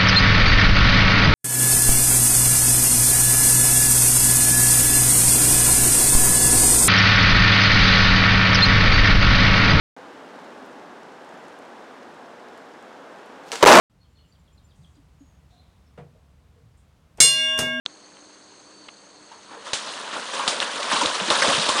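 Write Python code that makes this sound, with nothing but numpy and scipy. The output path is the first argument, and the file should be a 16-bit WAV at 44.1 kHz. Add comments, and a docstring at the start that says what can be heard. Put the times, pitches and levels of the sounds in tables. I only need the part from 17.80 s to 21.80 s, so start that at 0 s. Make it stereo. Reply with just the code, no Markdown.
"""Hoof splashes, distant at first, grow louder as a horse gallops through a shallow pond towards us.
Each hoof throws up bubbles and spray; some slap, thud or leave a gulping hole. Falling water builds
to a wash. The microphone is on a hand-held camera, whose case clicks and scrapes at very close range.
Further off, insects shrill in the bushes and a faint hum wavers."""
import sys
import numpy as np
from scipy import signal
from scipy.fft import rfft, irfft
from scipy.io import wavfile
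from scipy.ndimage import uniform_filter1d

SR = 44100
rng = np.random.default_rng(int(sys.argv[2]) if len(sys.argv) > 2 else 0)


def log_audio(samples):
    """Write samples as a 16-bit WAV file to the path given in sys.argv[1]."""
    # one column per channel
    frames = np.atleast_2d(samples).T
    # limit to full scale, then quantise
    limited = np.clip(frames, -1, 1)
    pcm = np.round(limited * 32767).astype(np.int16)
    wavfile.write(sys.argv[1], SR, pcm)


N = 176400
T = np.arange(N) / SR
CLICK_RISE_S = 0.00032


def amp(db):
    """Decibels to gain."""
    return 10 ** (np.asarray(db) / 20)


def unit(x):
    """Scales to rms 1."""
    return x / np.sqrt(np.mean(x ** 2) + 1e-20)


def shaped(x, gain):
    """Filters by a gain that is a function of frequency."""
    return irfft(rfft(x) * gain(np.fft.rfftfreq(len(x), 1 / SR) + 1e-3), len(x))


def coloured(x, spectrum):
    """Gives a flat sound a spectrum (f/Hz, level/dB), at rms 1."""
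    hz, db = np.transpose(spectrum)
    return unit(shaped(x, lambda f: amp(np.interp(np.log(f), np.log(hz), db))))


def noise():
    """White noise for the whole scene."""
    return rng.standard_normal(N)


def wander(hz):
    """Random drift below a rate, at rms 1."""
    return unit(shaped(noise(), lambda f: 1 / (1 + (f / hz) ** 4)))


def burst(start, rise, decay):
    """Envelope: a straight rise, then an exponential fall; times in seconds."""
    return np.clip((T - start) / rise, 0, 1) * np.exp(-np.maximum(T - start - rise, 0) / decay)


def impacts(per_s, spread_db):
    """Random clicks, most of them small."""
    hits = rng.random(N) < per_s / SR
    sizes = amp(spread_db * np.minimum(rng.exponential(1, N), 4.5))
    return hits * sizes * rng.choice([-1, 1], N)


def splashes():
    """Out in the pond, bubbles, drops and fizz swell with each hoof: a low churn and a high spray."""
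    # hoof splashes: t/s, rise/s, decay/s, churn level/dB, spray level/dB
    hooves = [(1.513, 0.005, 0.04, -46.5, -53), (1.685, 0.029, 0.096, -42, -55),
              (1.845, 0.029, 0.045, -36.5, -37.5), (2.324, 0.012, 0.08, -28, -36.5),
              (2.529, 0.008, 0.22, -31, -31.5), (2.666, 0.018, 0.054, -33.5, -26.5),
              (2.802, 0.026, 0.016, -27, -25.5), (3.083, 0.042, 0.15, -26.5, -24),
              (3.208, 0.005, 0.039, -25, -22.5), (3.341, 0.005, .022, -28, -25),
              (3.499, 0.0038, 0.039, -20, -20.5), (3.619, 0.0022, 0.071, -21.5, -23.5),
              (3.635, 0.064, 0.092, -25, -25), (3.887, 0.0031, 0.011, -21, -21),
              (3.945, 0.06, .06, -25.5, -22)]
    # falling and stirred water: t/s, churn level/dB, spray level/dB
    wash = [(1.35, -57.5, -62.5), (1.8, -49.5, -51.5), (1.95, -41, -40.5), (2.1, -36.5, -35),
            (2.25, -36, -39), (2.5, -38, -35), (2.75, -33, -35.5), (3.05, -30.5, -31.5),
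            (3.42, -29.5, -30.5), (3.6, -25.5, -23), (3.8, -29.5, -23.5), (4.0, -25, -28)]
    # spectrum of the water: f/Hz, level/dB
    spectrum = [(30, -37), (110, -31), (170, -14.5), (230, -6.5), (370, -8.5), (570, 0.5), (750, -8),
                (980, -0.5), (1200, -2.5), (1650, -5), (2200, -9.5), (3000, -5), (3700, -5), (5200, -11),
                (7500, -15.5), (10000, -16)]
    drops_db, fizz_db, crossover_hz = -2.0, 3.5, 2210
    grains = bubbles() + amp(drops_db) * unit(impacts(per_s=3500, spread_db=3.7))
    grains += amp(fizz_db) * noise()
    water = coloured(clumped(grains), spectrum)
    churn = shaped(water, lambda f: 1 / (1 + (f / crossover_hz) ** 6))
    spray = water - churn
    times, churn_db, spray_db = np.transpose(wash)
    power = amp([np.interp(T, times, churn_db), np.interp(T, times, spray_db)]) ** 2
    for start, rise, decay, low_db, high_db in hooves:
        power += (amp([[low_db], [high_db]]) * burst(start, rise, decay)) ** 2
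    return (np.sqrt(power) * [unit(churn), unit(spray)]).sum(0)


def bubbles(per_s=2600, cycles_per_decay=6):
    """Swarms of bubbles ring in short rising tones; the small, high ones are the most frequent."""
    pitches_hz = np.geomspace(650, 9000, 36)
    shares = np.sqrt(pitches_hz) / np.sqrt(pitches_hz).sum()
    out = np.zeros(N)
    for hz, share in zip(pitches_hz, shares):
        age = np.arange(0, 5, hz / cycles_per_decay / SR)  # in decay times
        ring = np.exp(-age) * np.sin(2 * np.pi * cycles_per_decay * (age + 0.029 * age ** 2))
        births = impacts(per_s * share, spread_db=2)
        out += np.sqrt(hz) * unit(signal.oaconvolve(births, ring)[:N])
    return unit(out)


def clumped(x, depth_db=1.56):
    """Water lands in clumps: random patches of level over time and frequency."""
    frames = signal.stft(x, nperseg=256, noverlap=192)[2]
    patches = uniform_filter1d(rng.standard_normal(frames.shape), size=9, axis=0)
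    patches = unit(uniform_filter1d(patches, size=8, axis=1))
    return signal.istft(frames * amp(depth_db * patches), nperseg=256, noverlap=192)[1][:N]


def slaps():
    """A hoof landing flat drives out trapped air: a rough, hollow note that sags as the leg sinks."""
    # slaps on the surface: t/s, f/Hz, level/dB, decay/s
    strikes = [(1.515, 960, -43, 0.024), (1.731, 940, -42, 0.032), (2.594, 1103, -23.5, 0.032),
               (3.116, 1073, -20.5, 0.022), (3.16, 1130, -22.5, 0.018), (3.214, 999, -17.5, 0.0085),
               (3.501, 1150, -19.5, 0.036), (3.6195, 1809, -14.5, 0.012), (3.639, 599.6, -25.5, 0.089),
               (3.899, 1100, -17, 0.008)]
    sag_per_s, rough_rad, width_share = 1.2, 1.17, 0.16
    out = np.zeros(N)
    for start, hz, db, decay in strikes:
        pitch = hz * np.exp(-sag_per_s * np.clip(T - start, 0, 1))
        phase = 2 * np.pi * np.cumsum(pitch) / SR + rough_rad * wander(hz * width_share)
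        out += amp(db) * unit(np.sin(phase)) * burst(start, rise=0.0016, decay=decay)
    return out


def gulps():
    """Air pockets close behind the hooves; each rings briefly and unevenly, rising in pitch."""
    # air pockets: t/s, f/Hz, level/dB
    pockets = [(1.77, 457, -36.5), (2.535, 508, -30.5), (2.724, 564, -27), (3.127, 235, -24.5),
               (3.228, 310, -23), (3.245, 503, -23), (3.414, 189, -27.5), (3.482, 330, -24),
               (3.675, 224, -21.5), (3.779, 177, -22.5)]
    glide_per_s, low_cut_hz = 1.0, 130
    out, wobble = np.zeros(N), wander(84)
    for start, hz, db in pockets:
        age = np.clip(T - start, 0, 1)
        phase = 2 * np.pi * hz * (age + glide_per_s * age ** 2 / 2) + wobble
        out += amp(db) * burst(start, rise=0.0034, decay=0.02) * np.sin(phase)
    return shaped(out, lambda f: 1 / (1 + (low_cut_hz / f) ** 6))


def thuds(hz=91.5):
    """A hoof landing on the mud gives a low push of a cycle or two; the first push comes with a knock on the
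    camera."""
    # hooves on the bed of the pond, and a knock on the camera at 2.674 s: t/s, level/dB
    landings = [(2.674, -43), (3.255, -35), (3.503, -37), (3.637, -43.5), (3.681, -34), (3.741, -36.5),
                (3.89, -43)]
    return sum(amp(db) * burst(start, rise=0.0039, decay=0.0093) * np.sin(2 * np.pi * hz * (T - start))
               for start, db in landings)


def handling():
    """Right at the microphone, a knock rings the camera's case, thumps and may trail off in a scrape."""
    # knocks on the case: t/s, click level/dB, thump level/dB, scrape level/dB
    knocks = [(.0618, -8, -40, -69.5), (1.9326, -13, -25, -21.5), (2.678, -5.5, -33, -21),
              (2.8025, -7, -61, -40), (3.03, -14.5, -59, -38), (3.2595, -5.5, -37, -31.5),
              (3.5032, -5, -23.5, -28.5), (3.8905, -22, -33, -24.5)]
    # resonances of the case: f/Hz, level/dB, time to fall 60 dB/s
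    modes = [(1350, -6.5, 0.0047), (2360, -17, 0.0023), (3600, 2.5, 0.0047), (3940, -5, 0.0073),
             (4780, 6, 0.0013)]
    # spectrum of the scrape: f/Hz, level/dB
    scrape_spectrum = [(100, -33), (600, 3), (2000, -0.5), (3400, 5.5), (7000, 2), (10000, -5.5)]
    # spectrum of the thump in the microphone: f/Hz, level/dB
    thump_spectrum = [(40, -28.5), (190, -0.5), (600, -3.5), (1500, -12.5), (3000, -41)]
    scrape = coloured(noise(), scrape_spectrum)
    thump = coloured(noise(), thump_spectrum)
    t = T[:SR // 20]
    ring = sum(amp(db - 60 * t / t60) * np.sin(2 * np.pi * hz * t) for hz, db, t60 in modes)
    ring *= np.minimum(t / CLICK_RISE_S, 1)
    out = np.zeros(N)
    for start, click_db, thump_db, scrape_db in knocks:
        out += amp(click_db) * np.interp(T - start, t, ring, left=0, right=0)
        out += amp(thump_db) * thump * burst(start, rise=0.001, decay=0.0047)
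        crunch = amp(-0.5) * burst(start, rise=0.0024, decay=0.002)
        out += amp(scrape_db) * scrape * (crunch + burst(start, rise=0.0012, decay=0.039))
    return out


def finger_taps(centre_hz=1580):
    """A fingertip near the microphone makes a dry knock, too soft to set the case ringing."""
    # taps on the camera: t/s, level/dB
    taps = [(.369, -43), (1.085, -36.5), (1.0883, -35.5)]
    knock = unit(shaped(noise(), lambda f: 1 / (1 + (np.log(f / centre_hz) / 0.97) ** 8)))
    return knock * sum(amp(db) * burst(start, CLICK_RISE_S, decay=0.0027) for start, db in taps)


def still_air(level_db=-54):
    """The open air around the pond is a soft, steady hush."""
    # spectrum of the air: f/Hz, level/dB
    spectrum = [(30, -20.5), (100, -6), (250, 1), (450, 3.5), (1000, -3.5), (1800, -9), (3500, -12.5),
                (5500, -14.5), (8000, -12.5), (10000, -18.5)]
    return amp(level_db) * coloured(noise(), spectrum)


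def insects(flutter_db=2, whistle_hz=4520):
    """Off in the bushes, a chorus shrills in fluttering bands and one insect gives a thin whistle."""
    # bands of the chorus: f/Hz, width/Hz, level/dB
    chorus = [(4340, 340, -57.5), (6315, 280, -60), (6610, 150, -63.5), (8100, 600, -67)]
    # swell of the whistle: t/s, level/dB
    swell = [(.8, -66.5), (1.02, -54.5), (1.25, -67)]
    out = np.zeros(N)
    for hz, width, db in chorus:
        song = shaped(noise(), lambda f: 1 / (1 + ((f - hz) / width * 1.38) ** 2))
        out += amp(db) * unit(song * amp(flutter_db * wander(60)))
    whistle = unit(np.sin(2 * np.pi * whistle_hz * T + wander(24)))
    return out + amp(np.interp(T, *np.transpose(swell))) * whistle


def hum(waver_db=2):
    """Two faint low tones in the background waver in level and pitch."""
    # partials of the hum: f/Hz, level/dB
    partials = [(199.2, -69.5), (300.5, -62)]
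    return sum(amp(db + waver_db * wander(7.1)) * unit(np.sin(2 * np.pi * hz * T + 0.82 * wander(13)))
               for hz, db in partials)


def scene():
    """Horse, handling noise and countryside reach one microphone, the same in both channels."""
    horse = splashes() + slaps() + gulps() + thuds()
    mono = horse + handling() + finger_taps() + still_air() + insects() + hum()
    return np.array([mono, mono])


def record(dry):
    """The camera's sound opens just after the start and lacks the top treble."""
    open_s, fade_s, cutoff_hz = 0.0557, 0.003, 10030
    opened = dry * np.clip((T - open_s) / fade_s + 1, 0, 1)
    low_pass = signal.firwin(401, cutoff_hz, window=("kaiser", 8), fs=SR)
    return signal.oaconvolve(opened, low_pass[None], "same")


dry = scene()
out = record(dry)
log_audio(out)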